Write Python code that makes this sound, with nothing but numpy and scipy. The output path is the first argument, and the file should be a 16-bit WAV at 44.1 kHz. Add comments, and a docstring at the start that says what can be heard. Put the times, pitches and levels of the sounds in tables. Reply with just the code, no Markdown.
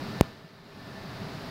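"""A steady rush of wind and distant traffic, heard from behind a high-rise window.
Almost at once a sharp electrical pop, a voltage step in the microphone, overloads the input:
a limiter clamps for an instant, then the gain control sinks, holds and slowly lets the rush return.
Two soft wind buffets pass; faint resonances and a thin whistle of air sit far back in the rush."""
import sys
import numpy as np
from scipy import signal
from scipy.fft import rfft, irfft
from scipy.io import wavfile
from scipy.ndimage import uniform_filter1d

SR = 44100
rng = np.random.default_rng(int(sys.argv[2]) if len(sys.argv) > 2 else 0)


def int16_out(signal):
    """Quantize to a 16-bit WAV file."""
    q = np.round(np.clip(np.atleast_2d(signal).T, -1, 1) * 32767)
    wavfile.write(sys.argv[1], SR, q.astype(np.int16))


N = 66150
TIME_S, FREQ_HZ = np.arange(N) / SR, np.fft.rfftfreq(N, 1 / SR)


def electrical_pop(start_s=0.2103, step_db=18.5, stages=4, corner_hz=83):
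    """Right in the microphone, a voltage step swings back through the bass-blocking stages."""
    voltage = amp(step_db) * np.clip(np.arange(N) - start_s * SR, 0, 1)
    bass_block = signal.butter(1, corner_hz, "high", fs=SR)
    for _ in range(stages):
        voltage = signal.lfilter(*bass_block, voltage)
    return voltage


# The air outside, from behind the window. Each row: frequency in Hz, relative spectral level in dB.
RUSH_SPECTRUM = [(20, -11), (45, -22), (70, -9), (125, 1), (215, -0.5), (330, -10.5), (490, -10.5),
                 (720, -11), (1000, -13), (1600, -15.5), (2200, -19), (3200, -23), (3900, -19.5),
                 (4800, -21), (6000, -32), (8000, -39), (11000, -40.5), (15600, -40.5)]

def outside_rush(level_db=-38, patch_db=0.5, patch_s=0.05, patch_hz=500):
    """Wind and far traffic merge into bass-heavy noise with faint drifting patches of turbulence."""
    hz, t, cells = signal.stft(rng.standard_normal(N), SR, nperseg=512, noverlap=384)
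    patches = uniform_filter1d(rng.standard_normal(cells.shape), round(patch_s / t[1]), axis=1)
    patches = unit_rms(uniform_filter1d(patches, round(patch_hz / hz[1]), axis=0))
    air = signal.istft(cells * amp(patch_db * patches), nperseg=512, noverlap=384)[1][:N]
    row_hz, row_db = np.transpose(RUSH_SPECTRUM)
    colour_db = np.interp(np.log(FREQ_HZ + 1), np.log(row_hz + 1), row_db)
    air = irfft(rfft(air) * amp(colour_db), N)
    return amp(level_db) * unit_rms(low_pass(air, hz=15800))


# The low rumble outside the window. Each row: time in seconds, bass gain in dB.
RUMBLE_GAIN = [(0, 2), (.3, -1.5), (.6, -1.5), (1.0, 0), (1.22, 1), (1.5, -2.5)]

def wind_swell(rush, below_hz=550):
    """The bass rises and falls with the wind while the hiss stays even."""
    bass = irfft(rfft(rush) / (1 + (FREQ_HZ / below_hz) ** 2), N)
    treble = rush - bass
    return treble + bass * gain_curve(RUMBLE_GAIN)


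# Low buffets reaching the microphone. Each row: time of the peak in seconds, peak level in dB.
WIND_BUFFETS = [(0.448, -28.5), (1.220, -27)]

def wind_buffets(hz=170, half_width_s=0.0044):
    """Each buffet is a soft push of air, a cycle or two long."""
    pressure = np.zeros(N)
    for peak_s, db in WIND_BUFFETS:
        t = TIME_S - peak_s
        pressure += amp(db) * np.exp(-(t / half_width_s) ** 2) * np.cos(2 * np.pi * hz * t)
    return pressure


# Faint tones at the window. Each row: centre in Hz, half-width in Hz, level in dB.
RESONANCES = [(282, 26, -54), (397.7, 22.5, -51), (650, 28, -53), (1254, 11, -63), (13798, 22, -81)]

def resonances():
    """Narrow resonances colour the rush with steady, fuzzy tones."""
    return sum(amp(db) * narrow_noise(hz, half_width_hz) for hz, half_width_hz, db in RESONANCES)


# A whistle far back in the rush. Each row: time in seconds, level in dB.
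WHISTLE_LEVEL = [(0, -62), (.2, -50), (.45, -58), (.78, -56), (.89, -48), (1.049, -57.5), (1.5, -65)]

def air_whistle():
    """Air whistles thinly on one fuzzy pitch that comes and goes."""
    return gain_curve(WHISTLE_LEVEL) * narrow_noise(hz=1769.6, half_width_hz=14)


def narrow_noise(hz, half_width_hz):
    """Noise in one narrow resonance, rms 1."""
    response = 1 / (1 + ((FREQ_HZ - hz) / half_width_hz) ** 2)
    return unit_rms(irfft(rfft(rng.standard_normal(N)) * response, N))


def amp(db):
    """Decibels to gain."""
    return 10 ** (np.asarray(db) / 20)


def gain_curve(rows):
    """Gain gliding through rows of seconds and dB."""
    return amp(np.interp(TIME_S, *np.transpose(rows)))


def unit_rms(x):
    """Scales to rms 1."""
    return x / np.sqrt(np.mean(x ** 2) + 1e-20)


def envelope(t, attack_s, hold_until_s, release_s):
    """Rises towards 1, holds, and dies away."""
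    return (1 - np.exp(-t / attack_s)) * np.exp(-np.maximum(t - hold_until_s, 0) / release_s)


def low_pass(x, hz):
    """Steep low-pass."""
    return signal.oaconvolve(x, signal.firwin(401, hz, window=("kaiser", 9), fs=SR), "same")


def scene():
    """One microphone behind the window: the air outside, and its own pop."""
    outside = wind_swell(outside_rush()) + resonances() + air_whistle() + wind_buffets()
    return (outside + electrical_pop())[None]


def record(dry, full_scale=0.68):
    """The first overload trips a fast limiter and a slow gain control; clipping and a low-pass follow."""
    mic = dry[0]
    tripped = np.maximum.accumulate(abs(mic) > full_scale)
    since_trip_s = np.cumsum(tripped) / SR
    limiter_db = 13 * envelope(since_trip_s, attack_s=0.00031, hold_until_s=0.01, release_s=0.0021)
    duck_db = 13 * envelope(since_trip_s, attack_s=0.12, hold_until_s=0.42, release_s=0.3)
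    clipped = np.clip(mic * amp(-limiter_db - duck_db), -full_scale, full_scale)
    return low_pass(clipped, hz=16700)[None]


dry = scene()
out = record(dry)
int16_out(out)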